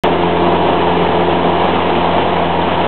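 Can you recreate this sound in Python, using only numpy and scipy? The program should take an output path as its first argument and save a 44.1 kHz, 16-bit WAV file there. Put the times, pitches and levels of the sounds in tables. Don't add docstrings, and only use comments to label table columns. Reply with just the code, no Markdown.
import sys
import numpy as np
from scipy import signal
from scipy.fft import rfft, irfft
from scipy.io import wavfile
from scipy.ndimage import uniform_filter1d

SR = 44100
rng = np.random.default_rng(int(sys.argv[2]) if len(sys.argv) > 2 else 0)


def invert_db(x):
    u = np.asarray(x, float) / 20
    return 10 ** u


def bounce(signal):
    frames = np.transpose(np.atleast_2d(signal))
    limited = np.clip(frames, -1, 1)
    pcm = np.round(limited * 32767).astype(np.int16)
    wavfile.write(sys.argv[1], SR, pcm)


N = 126567
FIRING_HZ = 86.73
BOOM_TOP_HZ = 600


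def rms_one(x):
    return x / np.sqrt(np.mean(x ** 2) + 1e-20)


def in_time(rows):
    return np.interp(np.arange(N) / SR, *np.transpose(rows))


def drift(rate_hz):
    hop, settle = 40, 2000
    r = np.exp(-2 * np.pi * rate_hz * hop / SR)
    noise = rng.standard_normal(N // hop + settle + 2)
    slow = signal.lfilter([1], [1, -2 * r, r * r], noise)[settle:]
    slow = rms_one(slow - slow.mean())
    return np.interp(np.arange(N) / hop, np.arange(len(slow)), slow)


def turbulence(spectrum, shared_db, flicker_db, boom_db):
    hz = np.maximum(np.arange(N // 2 + 1) * SR / N, 1)
    points_hz, points_db = np.transpose(spectrum)
    bottom, top = points_hz[0], points_hz[-1]
    shape = invert_db(np.interp(np.log(hz), np.log(points_hz), points_db))
    shape = shape * np.minimum(1, (hz / bottom) ** 4) * np.minimum(1, (top / hz) ** 4)
    noise = rfft(rng.standard_normal(N)) * shape
    out = 0
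    for octave in np.arange(np.log2(bottom) - 1, np.log2(top) + 1, 1 / 3):
        triangle = np.clip(1 - 3 * abs(np.log2(hz) - octave), 0, 1)
        band = irfft(noise * triangle, N)
        boom_share = 1 / (1 + (2 ** octave / BOOM_TOP_HZ) ** 4)
        out = out + band * invert_db(shared_db + flicker_db * drift(20.0) + boom_share * boom_db)
    return rms_one(out)


def slipstream_strength():
    # (time [s], level [dB])
    gust_rows = [(0.05, -16), (0.07, -21.5), (1.0, -21.5), (1.09, -19), (1.29, -24), (1.29, -21),
                 (1.49, -22.5), (1.79, -20), (1.8, -20.5), (2.19, -21.5), (2.24, -20.5), (2.27, -21),
                 (2.36, -21), (2.53, -22.5), (2.69, -20.5), (2.86, -21)]
    return in_time(gust_rows)


def cabin_boom():
    # (time [s], level [dB])
    boom_rows = [
        (0.05, -15),
        (0.92, -14.5),
        (0.96, -13.5),
        (1.25, -15.5),
        (1.27, -14.5),
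        (1.76, -17),
        (2.58, -18),
        (2.86, -17.5),
    ]
    return in_time(boom_rows)


def skin_roar(gust_db, buffet_db, boom_db):
    # (frequency [Hz], density [dB per Hz])
    skin_spectrum = [(18, -35), (30, -22.5), (43, -33.5), (81, -11), (123, -11.5), (170, -1.5), (220, -0.5),
                     (937, 1.5), (1400, -11.5), (1820, -55.5), (3080, -120)]
    shared_db = 0.6 * gust_db + 1.8 * buffet_db
    return invert_db(-16) * turbulence(skin_spectrum, shared_db, 1.0, 0.46 * boom_db)


def door_hiss(level_db, gust_db, buffet_db):
    # (frequency [Hz], density [dB per Hz])
    gap_spectrum = [(600, -34), (1100, -12), (1570, -8.5), (2450, -8), (3000, -9.5), (3500, -11.5),
                    (3900, -28), (4200, -38.5), (4500, -64.5), (5700, -100)]
    return invert_db(level_db) * turbulence(gap_spectrum, gust_db + buffet_db, 0.55, 0)


def panels(strength_db, boom_db):
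    # (frequency [Hz], width [Hz], level [dB])
    panel_modes = [(358.7, 88, -27), (702, 78, -33.5), (812.7, 90, -27.5), (914, 100, -27.5),
                   (1685, 140, -36.5), (2944, 420, -34.5)]
    out = 0
    for hz, width, db in panel_modes:
        r = np.exp(-np.pi * width / SR)
        b = [1, 0.0059, -1.016]
        a = [1, -2 * r * np.cos(2 * np.pi * hz / SR), r * r]
        once = signal.lfilter(b, a, rng.standard_normal(N))
        ring = rms_one(signal.lfilter(b, a, once))
        out = out + invert_db(db + strength_db + boom_db * (hz < BOOM_TOP_HZ)) * ring
    return out


def engine(boom_db, turn):
    # (multiple of firing rate [1], level [dB rms], share of boom swing [1])
    harmonics = [(1, -28.5, .05), (2, -24.5, 0.76), (3, -30.5, 0.79), (4, -25.5, 2.1), (5, -26.5, 2.3),
                 (6, -34, 1.4), (7, -40, .4), (8, -26, .3), (9, -36.5, .2), (10, -42, .2),
                 (11, -31.5, 0.17), (12, -40, .2), (18, -47.5, .1)]
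    # (multiple of the four-firing cycle rate [1], level [dB rms])
    uneven = [(5, -48), (6, -43), (7, -43), (10, -39), (14, -37), (18, -33), (22, -35), (26, -38),
              (30, -37), (33, -36), (42, -36), (45, -35)]
    wander_hz = 3.0
    out = 0
    for k, db, share in harmonics:
        wander_db = 0.88 * np.sqrt(k - .9) * drift(wander_hz)
        tone = np.sin(round(k) * turn + rng.uniform(0, 2 * np.pi))
        out = out + invert_db(db + share * boom_db + wander_db) * tone
    for k, db in uneven:
        wander_db = 3.5 * drift(wander_hz)
        tone = np.sin(round(k) * turn / 4 + rng.uniform(0, 2 * np.pi))
        out = out + invert_db(db + wander_db) * tone
    return np.sqrt(2) * out


def scene():
    boom, gust = cabin_boom(), slipstream_strength()
    boom_db, gust_db = boom - boom.mean(), gust - gust.mean()
    sway = 0.052 * drift(2.5)
    turn = 2 * np.pi * FIRING_HZ * np.arange(N) / SR + sway
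    buffet_db = 0.35 * drift(6.0) + 0.5 * drift(20.0)
    roar = skin_roar(gust_db, buffet_db, boom_db)
    hiss = door_hiss(gust.mean() - 5.5, gust_db, buffet_db)
    rattle = panels(0.27 * gust_db + buffet_db, 1.3 * boom_db)
    blade_throb = 1 + 0.033 * np.sin(turn)
    wash = (roar + hiss + rattle) * blade_throb
    return (engine(boom_db, turn) + wash)[None]


def microphone(x):
    ceiling, knee = .76, 5
    x = x / (1 + np.abs(x / ceiling) ** knee) ** (1 / knee)
    swing = uniform_filter1d(np.abs(np.diff(x, prepend=0)), int(0.0022 * SR))
    grit = rms_one(swing) * rng.standard_normal(N)
    grit = signal.sosfilt(signal.butter(4, 3900, fs=SR, output="sos"), grit)
    x = x + invert_db(-30) * rms_one(grit)
    x = signal.sosfilt(signal.butter(4, 74, "high", fs=SR, output="sos"), x)
    return signal.sosfilt(signal.cheby2(14, 70, 4763, fs=SR, output="sos"), x)


def cut_in(x):
    start_s, pop_s, fade_s = .03626, .0002, .0015
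    pop_level, offset = .45, -.055
    x = x * np.clip(np.arange(N)[::-1] / SR / fade_s, 0, 1)
    since = np.arange(N) / SR - start_s
    pop = np.exp(-(since / pop_s) ** 2)
    return (x * (1 - pop) + pop_level * pop + offset) * (since >= 0)


def low_pass(x):
    return signal.sosfilt(signal.butter(12, 19000, fs=SR, output="sos"), x)


def record(dry):
    x = cut_in(microphone(dry))
    x = signal.sosfilt(signal.cheby2(12, 60, 17000, fs=SR, output="sos"), x)
    return low_pass(x)


dry = scene()
out = record(dry)
bounce(out)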